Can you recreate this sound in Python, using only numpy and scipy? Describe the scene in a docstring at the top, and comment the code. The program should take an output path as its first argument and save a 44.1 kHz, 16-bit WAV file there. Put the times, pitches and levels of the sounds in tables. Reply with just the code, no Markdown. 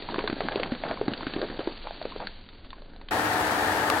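"""Filled plastic trays crush under a slow car tyre on asphalt, heard dull and in mono.
Tray walls buckle with hollow pops, film cracks and crumples over a faint engine throb,
and the crackle thins as the tyre rolls off. Then an abrupt cut to the car idling close by,
bright and in stereo: clatter and hiss ring the engine bay, with one sharp tick."""
import sys
import numpy as np
from scipy import signal
from scipy.fft import rfft, irfft
from scipy.io import wavfile
from scipy.ndimage import uniform_filter1d

SR = 44100
rng = np.random.default_rng(int(sys.argv[2]) if len(sys.argv) > 2 else 0)


def transcribe(signal):
    """Save signal, clipped to [-1, 1], as a 16-bit WAV file at the path in sys.argv[1]."""
    frames = np.atleast_2d(signal).T
    limited = np.clip(frames, -1, 1)
    pcm = np.round(limited * 32767).astype(np.int16)
    wavfile.write(sys.argv[1], SR, pcm)


N = 176400
CUT_S, DULL_HZ, BANDWIDTH_HZ = 3.1095, 4720, 15900

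# engine while rolling: freq_hz, gain_db
RUMBLE_SPECTRUM = [(8, -6.5), (25, 0.5), (40, -10), (60, -13.5), (90, -13), (130, -24.5), (220, -17),
                   (330, -23), (600, -30.5), (1200, -38), (4700, -45)]
# engine at idle: freq_hz, gain_db
IDLE_SPECTRUM = [(20, -36), (40, -22), (65, -3.5), (95, -7), (160, -8.5), (250, -3), (370, -3), (560, -3),
                 (780, 1.5), (1020, -3.5), (1300, -4.5), (1800, -3), (2100, -9.5), (2800, -13.5),
                 (4600, -16.5), (5500, -22), (10000, -24), (15500, -29.5)]
# engine bay resonances: freq_hz, half_width_hz, relative_db
BAY_MODES = [(98, 8, -49), (304, 8, -42), (447, 8, -47), (614, 12, -48), (732, 10, -39), (865, 10, -40),
             (918, 12, -44), (1226, 16, -49), (1334, 24, -46), (1536, 26, -44), (1668, 26, -42),
             (1766, 20, -43), (1830, 26, -44)]
# left-right likeness of the idle: freq_hz, coherence
IDLE_COHERENCE = [(130, 1), (300, 0.99), (640, 0.86), (1000, 0.73), (1500, 0.15), (3000, 0.1), (7000, 0.15),
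                  (15000, 0.4)]
# idle balance: freq_hz, left_minus_right_db
IDLE_BALANCE = [(200, 0), (500, 0), (800, 4), (1600, 8), (2100, 3.5), (5000, 3.5), (15000, 1.5)]
# idle phase: freq_hz, left_lead_rad
IDLE_PHASE = [(100, 0.039), (950, 0.077), (1700, 0.91), (2500, 0.74), (5000, 2.4), (9000, 0.57)]
# onset of the tick: freq_hz, gain_db
SNAP_SPECTRUM = [(300, -15), (1200, 2), (2500, 8), (5000, -10), (11000, -12), (16000, -19)]
# steady crushing: time_s, crumple_db, crackle_db
CRUSH_LEVELS = [(0, -45.5, -45.5), (0.149, -37.5, -44.5), (.3, -39, -47), (0.421, -42.5, -42.5),
                (.65, -35.5, -46), (0.799, -43.5, -45.5), (.9, -37.5, -45.5), (1.04, -42.5, -48.5),
                (1.12, -39.5, -45.5), (1.35, -42, -45), (1.52, -40.5, -47.5), (1.65, -43.5, -46.5),
                (1.8, -52, -48.5), (2.129, -49.5, -48), (2.28, -47.5, -51), (2.36, -59, -52),
                (2.5, -58.5, -55.5), (2.8, -57, -61.5), (3.1, -55.5, -65)]
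# low crumple: freq_hz, gain_db
CRUMPLE_SPECTRUM = [(40, -18), (85, -9), (150, -3), (250, 1.5), (450, -3), (800, -6.5), (1200, -15.5),
                    (1600, -9.5), (2500, -27.5), (4700, -48.5)]
# fine crackle: freq_hz, gain_db
CRACKLE_SPECTRUM = [(300, -17.5), (900, 1), (1600, 0), (2400, 0.5), (3500, 3), (4600, 4.5)]
# trays folding: start_s, length_s, pitch_hz, peak_rms_db
TRAY_FOLDS = [(0.127, 0.047, 334, -39.5), (0.19, 0.029, 600, -35.5), (.41, 0.026, 453, -34.5),
              (0.437, 0.035, 263, -32.5), (.51, 0.039, 597, -35.5), (0.563, 0.064, 470, -38),
              (0.848, 0.049, 690, -37.5), (0.896, 0.048, 670, -35.5), (1.087, 0.058, 260, -34),
              (1.369, 0.049, 365, -34.5), (1.424, 0.035, 430, -30), (1.606, 0.032, 600, -38),
              (1.686, 0.038, 400, -41.5), (1.84, 0.057, 603, -43.5), (2.198, 0.067, 650, -37.5)]
# film cracking: freq_hz, gain_db
CRACK_SPECTRUM = [(200, -11.5), (700, -4.5), (1600, 2), (2500, -4), (3600, -1), (4700, -1)]
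# walls buckling: start_s, pitch_hz, pop_relative_db, decay_ms, crack_hz, crack_relative_db
WALL_BUCKLES = [(0.023, 410, -31.5, 2.7, 4100, -29.5), (0.088, 940, -24, 2.6, 1700, -38),
                (0.143, 1084, -25.5, 3.2, 3000, -26), (0.16, 960, -27, 1.7, 1700, -30),
                (0.183, 344, -15.5, 3.6, 2100, -41), (0.19, 1020, -20, 1.7, 1300, -20.5),
                (0.209, 1100, -29, 2, 1900, -28), (0.24, 426, -21.5, 8.7, 1400, -39),
                (0.276, 1114, -21, 1.6, 1600, -15), (0.299, 330, -19.5, 2, 1600, -21),
                (0.328, 278, -18, 3.2, 1500, -25.5), (0.406, 690, -15, 0.89, 1300, -21),
                (0.4857, 776, -16.5, 1.1, 1700, -15), (0.521, 670, -31.5, 1.6, 1700, -23),
                (0.558, 394, -15.5, 3.4, 2800, -21.5), (0.598, 507, -17, 2.7, 3300, -29.5),
                (0.633, 704, -29, 3, 1600, -15.5), (0.72, 248, -16, 6.7, 1700, -26.5),
                (0.75, 407, -34.5, 2, 1500, -26.5), (0.837, 680, -16.5, 1.7, 1500, -37),
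                (0.911, 665, -19, 3.1, 1900, -28), (0.973, 1030, -29.5, 3.1, 1400, -37),
                (1.013, 428, -15.5, 3.7, 1400, -42), (1.063, 360, -33, 4.5, 1800, -46),
                (1.081, 292, -13, 3.6, 4400, -27.5), (1.136, 257, -32, 2, 3500, -20.5),
                (1.177, 450, -46, 1.9, 4400, -29), (1.208, 954, -28, 2.4, 3500, -34),
                (1.231, 300, -26.5, 3.2, 1500, -27), (1.268, 271, -21, 6.3, 1700, -20),
                (1.337, 319, -29, 3.2, 1700, -22), (1.363, 320, -20, 5.7, 1600, -33),
                (1.416, 480, -21, 2, 4400, -24), (1.5, 330, -25.5, 2, 1600, -30.5),
                (1.592, 338, -20, 3.9, 3100, -31), (1.605, 536, -27, 4, 2500, -33),
                (1.673, 348, -14.5, 4.6, 1600, -40), (1.871, 840, -22, 0.89, 1400, -35),
                (1.908, 676, -26.5, 2.5, 3900, -33.5), (2.015, 656, -24, 3, 1300, -37),
                (2.026, 580, -34, 1.3, 4300, -29), (2.054, 500, -19, 2, 4400, -51),
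                (2.121, 1030, -31, 3.7, 4400, -42), (2.161, 446, -25, 2.7, 1600, -46),
                (2.202, 940, -32, 2.3, 1600, -30), (2.271, 1590, -27.5, 1.4, 4300, -23),
                (2.489, 890, -56, 1.5, 3900, -35), (2.647, 1200, -48, 1.7, 1400, -47),
                (2.705, 900, -56, 2, 4200, -32.5), (2.73, 1060, -29.5, 2.1, 1300, -35),
                (2.82, 560, -40, 2.6, 3800, -41), (2.962, 700, -44, 1.9, 3900, -41),
                (3.014, 930, -41.5, 1.6, 1600, -38), (3.086, 1440, -51, 2, 2900, -28)]


def amp(db):
    return 10 ** (np.asarray(db) / 20)


def unit_rms(x):
    return x / np.sqrt(np.mean(x ** 2) + 1e-20)


def curve_at(points, hz):
    """Interpolate over log frequency."""
    freq_hz, value = np.transpose(points)
    return np.interp(np.log(hz + 1), np.log(freq_hz + 1), value)


def add(mix, start_s, sound):
    part = mix[max(round(start_s * SR), 0):][:len(sound)]
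    part += sound[:len(part)]


def colour(x, spectrum):
    """Minimum-phase filter of unit energy."""
    size = 4096
    log_gain = np.log(amp(curve_at(spectrum, abs(np.fft.fftfreq(size, 1 / SR)))))
    response = np.exp(np.conj(signal.hilbert(log_gain)))
    taps = np.fft.ifft(response).real[:size // 2]
    return signal.fftconvolve(x, taps / np.linalg.norm(taps))[:len(x)]


def resonate(x, hz, q):
    return signal.lfilter(*signal.iirpeak(hz, q, SR), x)


def lowpass(channels, hz):
    taps = signal.firwin(601, hz, window=("kaiser", 8), fs=SR)
    return signal.oaconvolve(channels, taps[None], "same", axes=1)


def dull_unit_rms(x):
    return unit_rms(lowpass(x[None], DULL_HZ)[0])


def clicks(samples, per_s, spread_db):
    """Random impulses of either sign, exponentially distributed in dB."""
    chance, size, sign = rng.random((3, samples))
    level_db = spread_db * np.minimum(-np.log(1 - size), 5)
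    return (chance < per_s / SR) * np.sign(sign - .5) * amp(level_db)


def burst(x, envelope):
    """Give x the envelope's shape and energy."""
    shaped = x * envelope
    return shaped * np.linalg.norm(envelope) / (np.linalg.norm(shaped) + 1e-12)


def wander(step_s):
    """Random drift of unit rms."""
    knots = rng.standard_normal(N // 64)
    return unit_rms(np.interp(np.arange(N) / SR / step_s, np.arange(len(knots)), knots))


def engine_rumble():
    """The engine throbs faintly while the car creeps."""
    gain = amp(curve_at(RUMBLE_SPECTRUM, np.fft.rfftfreq(N, 1 / SR)))
    noise = irfft(rfft(rng.standard_normal(N)) * gain, N)
    throb_hz = 22.5 * (1 + 0.079 * wander(step_s=.12))
    throb = np.sin(2 * np.pi * np.cumsum(throb_hz) / SR)
    return amp(-48) * unit_rms(noise) + amp(-45) * throb


def engine_idle():
    """Quick regular clatter and fluttering hiss excite the engine bay; stereo."""
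    clatter_hz, decay_cycles, flutter_db = 79.8, 0.083, 1.04
    t, hz = np.arange(N) / SR, np.fft.rfftfreq(N, 1 / SR)
    beats = 1 + 0.95 * np.exp(-(t * clatter_hz % 1) / decay_cycles)
    flutter = amp(flutter_db * unit_rms(uniform_filter1d(rng.standard_normal(N), size=700)))
    clatter = rfft(unit_rms(rng.standard_normal((2, N)) * beats))
    hiss = rfft(unit_rms(rng.standard_normal((2, N)) * flutter))
    clatter_share = curve_at([(150, 0.076), (600, 1), (2000, 0.84), (5000, 0.21)], hz)
    left, independent = np.sqrt(clatter_share) * clatter + np.sqrt(1 - clatter_share) * hiss
    power = (amp(-27) * unit_rms(amp(curve_at(IDLE_SPECTRUM, hz)))) ** 2
    for mode_hz, half_width_hz, relative_db in BAY_MODES:
        peak = 1 / (1 + ((hz - mode_hz) / half_width_hz) ** 2)
        power += (amp(relative_db + 1) * unit_rms(peak)) ** 2
    coherence = curve_at(IDLE_COHERENCE, hz)
    right = coherence * left + np.sqrt(1 - coherence ** 2) * independent
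    right *= np.exp(-1j * curve_at(IDLE_PHASE, hz))
    lean = amp(curve_at(IDLE_BALANCE, hz) / 2)
    return irfft(np.sqrt(power) * np.array([left * lean, right / lean]), N)


def tick():
    """One sharp tick, like grit snapping under the tread, and its quick reflection."""
    start_s, echo_delay_s = 3.901, .0092
    ring_hz, ring_decay_s, snap_decay_s = 1160, .0032, .0005
    out, t = np.zeros((2, N)), np.arange(SR // 20) / SR
    ring = amp(-15) * np.sin(2 * np.pi * ring_hz * t) * np.exp(-t / ring_decay_s)
    for side, gain in zip(out, amp([2, -2])):
        noise = colour(rng.standard_normal(len(t)), SNAP_SPECTRUM)
        snap = amp(-12) * burst(noise, np.exp(-t / snap_decay_s))
        add(side, start_s, gain * (ring + snap))
        add(side, start_s + echo_delay_s, gain * amp(-7) * ring)
    return out


def underbody(x):
    """Add short reflections between road and car floor."""
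    gap_s, t60_s = .003, 0.15
    t = np.arange(SR // 4) / SR
    tail = clicks(len(t), per_s=2000, spread_db=3.5) * amp(-60 * t / t60_s) * (t > gap_s)
    return x + amp(-11.5) * signal.fftconvolve(x, tail / np.linalg.norm(tail))[:N]


def crushing():
    """Film and grit crumple and crackle under the tread in small flurries."""
    time_s, crumple_db, crackle_db = np.transpose(CRUSH_LEVELS)
    t = np.arange(N) / SR
    flurry = amp(1.5 * wander(step_s=.008))
    crumple = colour(flurry * clicks(N, per_s=1700, spread_db=3.5), CRUMPLE_SPECTRUM)
    crackle = colour(flurry * clicks(N, per_s=5000, spread_db=2), CRACKLE_SPECTRUM)
    return (dull_unit_rms(crumple) * amp(np.interp(t, time_s, crumple_db))
            + dull_unit_rms(crackle) * amp(np.interp(t, time_s, crackle_db)))


def tray_scrunches():
    """Runs of small slips ring the hollow of a folding tray."""
    out = np.zeros(N)
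    for start_s, length_s, pitch_hz, peak_rms_db in TRAY_FOLDS:
        slips = clicks(SR // 8, per_s=1500, spread_db=1.0)
        hollow = resonate(resonate(slips, pitch_hz, q=1.4), pitch_hz, q=0.44)
        progress = np.minimum(np.arange(len(slips)) / SR / length_s, 1)
        swell = np.sqrt(abs(np.sin(np.pi * progress ** 0.43)))
        add(out, start_s, amp(peak_rms_db) * unit_rms(hollow) * swell)
    return out


def film_crack(t, pitch_hz):
    """Film tears in a burst of clicks with trailing splinters."""
    crack_decay_s, splinter_decay_s = 0.002, 0.0071
    tears = colour(clicks(len(t), per_s=14000, spread_db=-0.5), CRACK_SPECTRUM)
    film = dull_unit_rms(resonate(tears, pitch_hz, q=3.1) + amp(-6.5) * tears)
    return burst(film, np.exp(-t / crack_decay_s) + amp(-13.5) * np.exp(-t / splinter_decay_s))


def wall_pop(t, pitch_hz, decay_s):
    """A wall snaps through: a tone that starts sharp and settles, a shorter upper mode, a rattle."""
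    sharp_share, settle_s, rise_s, rattle_decay_s = 0.24, 0.0005, 0.00065, 0.0036
    phase = 2 * np.pi * pitch_hz * (t + sharp_share * settle_s * (1 - np.exp(-t / settle_s)))
    envelope = (1 - np.exp(-t / rise_s)) * np.exp(-t / decay_s)
    envelope /= envelope.max()
    tone = -np.sin(phase) * envelope - amp(-11.5) * np.sin(2.225 * phase) * envelope ** 2
    noise = resonate(rng.standard_normal(len(t)), pitch_hz, q=1.0)
    rattle = burst(noise, np.exp(-t / rattle_decay_s))
    return amp(-1) * tone + amp(-11.5) * rattle


def tray_buckles():
    """Each wall gives way under the tyre with a hollow pop and a crack."""
    out, t = np.zeros(N), np.arange(SR // 16) / SR
    for start_s, pitch_hz, pop_relative_db, decay_ms, crack_hz, crack_relative_db in WALL_BUCKLES:
        pop = amp(pop_relative_db) * wall_pop(t, pitch_hz, decay_ms / 1000)
        crack = amp(crack_relative_db - 6) * film_crack(t, crack_hz)
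        add(out, start_s, pop + crack)
    return out


def scene():
    """Dull mono crushing, then a hard cut to the bright stereo idle."""
    trays = underbody(tray_buckles() + tray_scrunches()) + crushing()
    rolling = lowpass((trays + engine_rumble())[None], DULL_HZ)
    return np.where(np.arange(N) / SR < CUT_S, rolling, engine_idle() + tick())


def record(dry):
    """Steep treble limit."""
    return lowpass(dry, BANDWIDTH_HZ)


dry = scene()
out = record(dry)
transcribe(out)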